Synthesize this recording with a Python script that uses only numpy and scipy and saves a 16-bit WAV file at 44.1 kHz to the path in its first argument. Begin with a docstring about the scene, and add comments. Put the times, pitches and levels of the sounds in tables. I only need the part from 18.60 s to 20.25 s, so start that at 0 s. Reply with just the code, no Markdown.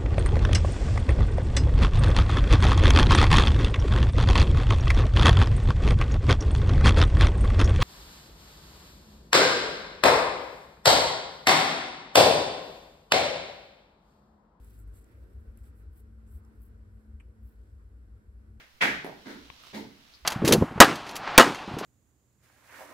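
"""You hear a table tennis paddle crack against a ball in a small, echoing playroom.
A dull knock and two soft thuds on the carpet follow. Each hit swells and fades as its sound
bounces between the walls, and the paddle's blade rings on. Clothes rustle, small things tick,
and a hand-held camera clicks once, all over a low rumble and hiss."""
import sys
import numpy as np
from scipy import signal
from scipy.fft import rfft, irfft
from scipy.io import wavfile

SR = 44100
rng = np.random.default_rng(int(sys.argv[2]) if len(sys.argv) > 2 else 0)


def int16_out(signal):
    """Quantize to a 16-bit WAV file."""
    q = np.round(np.clip(np.atleast_2d(signal).T, -1, 1) * 32767)
    wavfile.write(sys.argv[1], SR, q.astype(np.int16))


N = 72765
TIME, HZ = np.arange(N) / SR, np.fft.rfftfreq(2 * N, 1 / SR)

# Paddle hits. Each row: start in seconds, level in dB.
PADDLE_HITS = [(0.2072, 13)]
# A tone table says how strong each pitch is. 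Each row: frequency in Hz, level in dB.
CRACK_TONE = [(40, -83), (125, -12), (200, -12), (320, -10.5), (600, -9), (820, -7.5), (1100, -10.5),
              (1600, -1.5), (1950, 1), (2550, -5), (2950, -11.5), (3300, -10), (3800, -15), (5500, -21.5),
              (8500, -30), (15000, -36)]
# The blade's ring. Each row: pitch in Hz, level in dB, fade time (to drop 60 dB) in seconds.
BLADE_NOTES = [(1640, 2, 0.54), (1746, -11, 0.6), (1852, 6, 0.56), (1901, -3.5, 0.72), (2108, 2.5, 0.54),
               (2095, 3, 0.67), (2350, -18, 0.53), (2297, 8, .45), (2557, 10, 0.22), (3320, 5, .27)]
# Dull knocks. Each row: start in seconds, level in dB.
KNOCK_HITS = [(0.4464, -8.5)]
# The knock's tone. Each row: frequency in Hz, level in dB.
KNOCK_TONE = [(40, -40), (150, -3), (260, 2), (400, 2), (600, 1), (880, 0), (1200, -15.5), (2500, -19),
              (4500, -23.5), (8000, -35), (15000, -33)]
# Thuds. 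Each row: start in seconds, level in dB, treble lift in dB per octave, room ring in dB,
# swell in seconds, hollow pitch in Hz, its lift in dB, boom pitch in Hz.
FLOOR_HITS = [(0.651, -7, 0.6, -44.5, 0.034, 1380, 10, 273), (1.128, -4.5, 1, -40, 0.016, 910, 3, 201)]
# The thuds' tone. Each row: frequency in Hz, level in dB.
THUD_TONE = [(40, -17), (120, -6.5), (175, -10.5), (215, 0), (280, -0.5), (420, -3.5), (560, -7.5),
             (760, -14.5), (920, -7.5), (1120, -22), (1500, -16.5), (1850, -13.5), (2130, -9.5),
             (2550, -22), (4000, -18), (6000, -27), (8500, -36), (15000, -37.5)]
# The thuds' direction. Each row: frequency in Hz, extra left over right in dB.
THUD_PAN = [(250, 1), (800, 0), (1900, 1.5), (4400, 5), (11000, -1.5)]
# Ticks. Each row: start in seconds, level in dB, pitch in Hz, width in octaves, snap in dB,
# left over right in dB, direct sound in dB.
SMALL_TICKS = [(0.4472, -30, 11100, 0.39, -33, 4, 5.5), (1.029, -43.5, 13300, 0.34, -25, -9, 12),
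               (1.037, -37.5, 1240, 0.3, -9, -15, 4), (1.070, -34.5, 1130, 0.33, -2.5, -12.5, 4),
               (1.538, -26, 4500, 0.29, -15.5, 7, -4)]
# Camera clicks. Each row: start in seconds, level in dB.
CASE_CLICKS = [(0.9016, -31)]
# The camera case's ring. Each row: pitch in Hz, level in dB, fade time in seconds.
CASE_NOTES = [(129.4, -7, 0.022), (1104, -4.5, 0.02), (2570, 9, 0.0025), (3400, -17, .003)]
# Low booms as the camera moves. Each row: start in seconds, length in seconds, level in dB.
CASE_BUMPS = [(.28, .15, -52.5), (0.458, 0.18, -63.5), (.77, 0.21, -55), (1.616, 0.11, -45.5)]
# The cloth's loudness. Each row: time in seconds, level in dB.
CLOTH_LEVELS = [(0, -59.5), (.17, -94), (.62, -59), (.85, -57), (.98, -57), (1.06, -53), (1.12, -54.5),
                (1.3, -66.5), (1.5, -59), (1.64, -67.5)]
# Tones of cloth, hiss and rumble. Each row: frequency in Hz, level in dB.
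CLOTH_TONE = [(60, -1), (400, -3.5), (1100, 1.5), (1900, -2), (3000, 4), (3450, 3), (3900, 4), (4500, -0.5),
              (5600, -2), (8000, -14.5), (15000, -20)]
HISS_TONE = [(20, 11), (45, -19), (63, 8.5), (90, -14), (160, 0.5), (350, -4), (800, -6), (1500, -1.5),
             (2100, -1.5), (3000, -3), (5200, -6.5), (8000, -16.5), (15000, -15.5)]
RUMBLE_TONE = [(20, -36), (48, -22), (62, -8.5), (75, -16.5), (140, -24.5), (400, -69)]
# How long the room rings. Each row: frequency in Hz, fade time in seconds.
ROOM_FADE = [(100, 0.58), (250, 0.63), (600, 0.43), (1200, .5), (2000, 0.75), (2800, 0), (4000, 0.82),
             (8000, 0.38), (15000, 0.43)]
# The room's own low notes. Each row: pitch in Hz, level in dB, fade time in seconds.
ROOM_NOTES = [(210.8, 12.5, 0.32), (277.2, 4.5, .52), (291.6, 4, 0.36), (343.4, 5, 0.35),
              (443.7, 3.5, 0.39)]
# First bounces off the walls. 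Each row: delay in seconds, level in dB.
WALL_ECHOES = [(.0025, -4), (.0068, 2.5), (.0092, 3.5), (0.0135, -1), (0.0151, 2), (0.0178, 8), (.0200, 7),
               (.0225, -2), (.0300, 5), (0.041, -1), (0.049, 4)]
# How alike left and right are. Each row: frequency in Hz, likeness (1 is the same, 0 unrelated).
STEREO_LIKENESS = [(40, 0.49), (200, 0.99), (400, 0.4), (800, 0.19), (1400, -0.16), (3000, 0.075),
                   (15000, 0.032)]
# The room's balance. Each row: frequency in Hz, left over right in dB.
ROOM_PAN = [(60, -5), (380, -2.5), (750, -2.5), (1900, 0), (4400, -2.5), (11000, -2.5)]

BLADE_DB, OPENING_TAIL_DB, HISS_DB, RUMBLE_DB = -36, -50, -61.5, -70.5
THUMP_DB, THUMP_HZ, THUMP_PEAK_S = -31, 410, 0.0016
BOOM_DB, CONTACT_S = 5, 0.00293
BUMP_HZ, GRAINS_PER_S = 63.8, 6000
TREBLE_LAG_S_PER_HZ = 6e-7  # treble beams away and comes back late from the walls
SHADOW_HZ = 5900  # direct sound and first echoes lose their treble above this


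def paddle_crack():
    """The paddle hits the ball, waking the room and the blade, which rings on by itself and dies away."""
    out = np.zeros((2, N))
    for start, db in PADDLE_HITS:
        space = room(rise_s=0.0031, bloom_cycles=11, direct_db=-38, echo_db=-6)
        crack = amp(db) * coloured(space, read(CRACK_TONE, HZ))
        add(out, start, crack + standing_waves(db=-36.5))
        blade = np.array([ringing(BLADE_NOTES, rise_s=0.003) for side in range(2)])
        add(out, start, amp(BLADE_DB) * blade)
    return out


def dull_knock():
    """A short, low thump arrives directly, then the knock swells in the room."""
    out = np.zeros((2, N))
    age = TIME / THUMP_PEAK_S
    thump = amp(THUMP_DB) * age * np.exp(1 - age) * np.sin(2 * np.pi * THUMP_HZ * TIME)
    thump = thump * pan(read(ROOM_PAN, THUMP_HZ))
    for start, db in KNOCK_HITS:
        space = room(rise_s=0.02, bloom_cycles=2.7, direct_db=-4, echo_db=0)
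        add(out, start, amp(db) * coloured(space, read(KNOCK_TONE, HZ)) + thump)
    return out


def carpet_thuds():
    """Soft blows on the carpet swell in the room and wake its low notes."""
    out = np.zeros((2, N))
    for start, db, tilt_db, ring_db, rise_s, hollow_hz, hollow_db, boom_hz in FLOOR_HITS:
        boom = BOOM_DB * hill(boom_hz, octaves=0.22)
        hollow = hollow_db * hill(hollow_hz, octaves=0.38)
        tone = read(THUD_TONE, HZ) + tilt_db * np.log2(1 + HZ / 300) + hollow + boom
        space = room(rise_s, bloom_cycles=9.4, direct_db=-34, echo_db=-5.5, fade_scale=0.86)
        # A soft blow spreads over a few milliseconds.
        contact = rng.standard_normal(N) * np.exp(-TIME / CONTACT_S)
        smear = np.exp(1j * np.angle(rfft(contact, 2 * N)))
        space = irfft(rfft(space, 2 * N) * smear * pan(read(THUD_PAN, HZ)))[:, :N]
        add(out, start, amp(db) * coloured(space, tone) + standing_waves(ring_db))
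    return out


def ticks():
    """Small things tick nearby, each with one rough pitch and a little snap."""
    out = np.zeros((2, N))
    for start, db, hz, octaves, snap_db, pan_db, direct_db in SMALL_TICKS:
        shape = hill(hz, octaves) + amp(snap_db) / (1 + HZ / 5000)
        space = room(rise_s=0.002, bloom_cycles=2, direct_db=direct_db, echo_db=-13, fade_scale=0.24)
        add(out, start, amp(db) * pan(pan_db) * coloured(space, 20 * np.log10(shape)))
    return out


def camera_case():
    """The case clicks, close by on the left, and booms faintly as it moves."""
    out = np.zeros((2, N))
    ring = sum(amp(db) * np.sin(2 * np.pi * hz * TIME) * fade(fade_s) for hz, db, fade_s in CASE_NOTES)
    ring = signal.lfilter(*signal.butter(6, 3950, fs=SR), ring)  # cut the treble
    for start, db in CASE_CLICKS:
        add(out, start, amp(db) * ring * amp([[0], [-22]]))
    for start, length, db in CASE_BUMPS:
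        swell = np.sin(np.pi * np.minimum(TIME / length, 1))
        boom = np.sin(2 * np.pi * (BUMP_HZ * TIME + rng.random()))
        add(out, start, amp(db) * swell * boom * pan(read(ROOM_PAN, BUMP_HZ)))
    return out


def cloth_rustle():
    """Cloth slips in many tiny grains of sound as the player turns."""
    slips = rng.random((2, N)) < GRAINS_PER_S / SR
    grains = slips * rng.standard_normal((2, N))
    grains *= amp(2 * np.minimum(rng.exponential(1, (2, N)), 4))  # up to 8 dB louder
    level = amp(np.interp(TIME, *np.transpose(CLOTH_LEVELS)))
    return level * pan(-1.5) * evened(coloured(stereo(grains), read(CLOTH_TONE, HZ)))


def opening_tail():
    """At the start, the room still rings from an earlier paddle hit."""
    return amp(OPENING_TAIL_DB) * noise(CRACK_TONE) * fade(read(ROOM_FADE, 2400))


def background():
    """The room hisses and rumbles steadily."""
    return amp(HISS_DB) * evened(noise(HISS_TONE)) + amp(RUMBLE_DB) * evened(noise(RUMBLE_TONE))


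def room(rise_s, bloom_cycles, direct_db, echo_db, fade_scale=1):
    """A hit arrives directly, then as first echoes, then as a wash whose bass builds more slowly."""
    spectrum = rfft(stereo(rng.choice([-1., 1.], (2, N))), 2 * N)
    centres = np.geomspace(80, 15000, 12)
    wash, early = np.zeros((2, N)), np.zeros((2, N))
    for hz, weights in zip(centres, np.eye(len(centres))):
        band = irfft(spectrum * np.interp(np.log(HZ + 1), np.log(centres), weights))[:, :N]
        build_s = rise_s + bloom_cycles / hz + TREBLE_LAG_S_PER_HZ * hz
        wash += band * evened(rise(build_s) * fade(fade_scale * read(ROOM_FADE, hz)))
    wash /= np.sqrt(np.sum(wash ** 2) / 2)
    for delay, db in WALL_ECHOES:
        arrivals = np.round(abs(delay + rng.uniform(-.0005, .0005, 2)) * SR).astype(int)
        early[[0, 1], arrivals] += rng.choice([-1, 1], 2) * amp(db)
    early = stereo(early) * amp(echo_db) / np.linalg.norm(early[0])
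    early[:, :1] += amp(direct_db) * pan(-2.62)
    return wash + signal.lfilter(*signal.butter(1, SHADOW_HZ, fs=SR), early)


def standing_waves(db):
    """The room's low notes ring in step on the left and right."""
    return amp(db) * ringing(ROOM_NOTES, rise_s=0.053) * pan(read(ROOM_PAN, 200))


def ringing(notes, rise_s):
    """Pure notes swell after a blow and die away."""
    return rise(rise_s) * sum(amp(db) * np.sin(2 * np.pi * (hz * TIME + rng.random())) * fade(fade_s)
                              for hz, db, fade_s in notes)


def stereo(pair):
    """Blends two unrelated signals into left and right, most alike in the bass."""
    first, second = rfft(pair, 2 * N)
    likeness = read(STEREO_LIKENESS, HZ)
    mid, side = first * np.sqrt((1 + likeness) / 2), second * np.sqrt((1 - likeness) / 2)
    return irfft(np.array([mid + side, mid - side]) * pan(read(ROOM_PAN, HZ)))[:, :N]


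def coloured(sound, tone_db):
    """Gives a sound a tone; only the curve's shape counts, not its overall level."""
    cepstrum = irfft(np.log(evened(amp(tone_db))))
    # Folding this onto its first half stops the filter ringing before a hit.
    cepstrum[1:N] *= 2
    cepstrum[N + 1:] = 0
    return irfft(rfft(sound, 2 * N) * np.exp(rfft(cepstrum)))[:, :N]


def noise(tone):
    """Stereo noise shaped by a tone table."""
    return coloured(stereo(rng.standard_normal((2, N))), read(tone, HZ))


def rise(seconds):
    """Climbs smoothly from 0 to 1."""
    return 1 - np.exp(-(TIME / seconds) ** 2)


def fade(seconds):
    """Drops 60 dB in the given time."""
    return np.exp(-np.log(1000) * TIME / seconds)


def hill(hz, octaves):
    """A rounded peak around one pitch."""
    return np.exp(-(np.log2((HZ + 1) / hz) / octaves) ** 2)


def amp(db):
    """Turns decibels into a multiplier."""
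    return 10 ** (np.asarray(db) / 20)


def evened(x):
    """Scales to an average power of 1."""
    return x / np.sqrt(np.mean(x ** 2) + 1e-20)


def read(table, hz):
    """Looks up a frequency, gliding between rows."""
    row_hz, values = np.transpose(table)
    return np.interp(np.log(hz + 1), np.log(row_hz + 1), values)


def pan(db):
    """Left and right multipliers; positive dB leans left."""
    return amp(np.array([[.5], [-.5]]) * db)


def add(mix, start, sound):
    """Mixes a sound in at a start time in seconds."""
    part = mix[:, max(round(start * SR), 0):]
    part += sound[:, :part.shape[1]]


def scene():
    """Adds all the sounds together."""
    hits = paddle_crack() + dull_knock() + opening_tail() + carpet_thuds()
    return hits + ticks() + camera_case() + cloth_rustle() + background()


def record(dry):
    """Cuts the highest treble, above 15850 Hz."""
    low_pass = signal.firwin(511, 15850, window=("kaiser", 9), fs=SR)
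    return signal.oaconvolve(dry, low_pass[None], "same")


dry = scene()
out = record(dry)
int16_out(out)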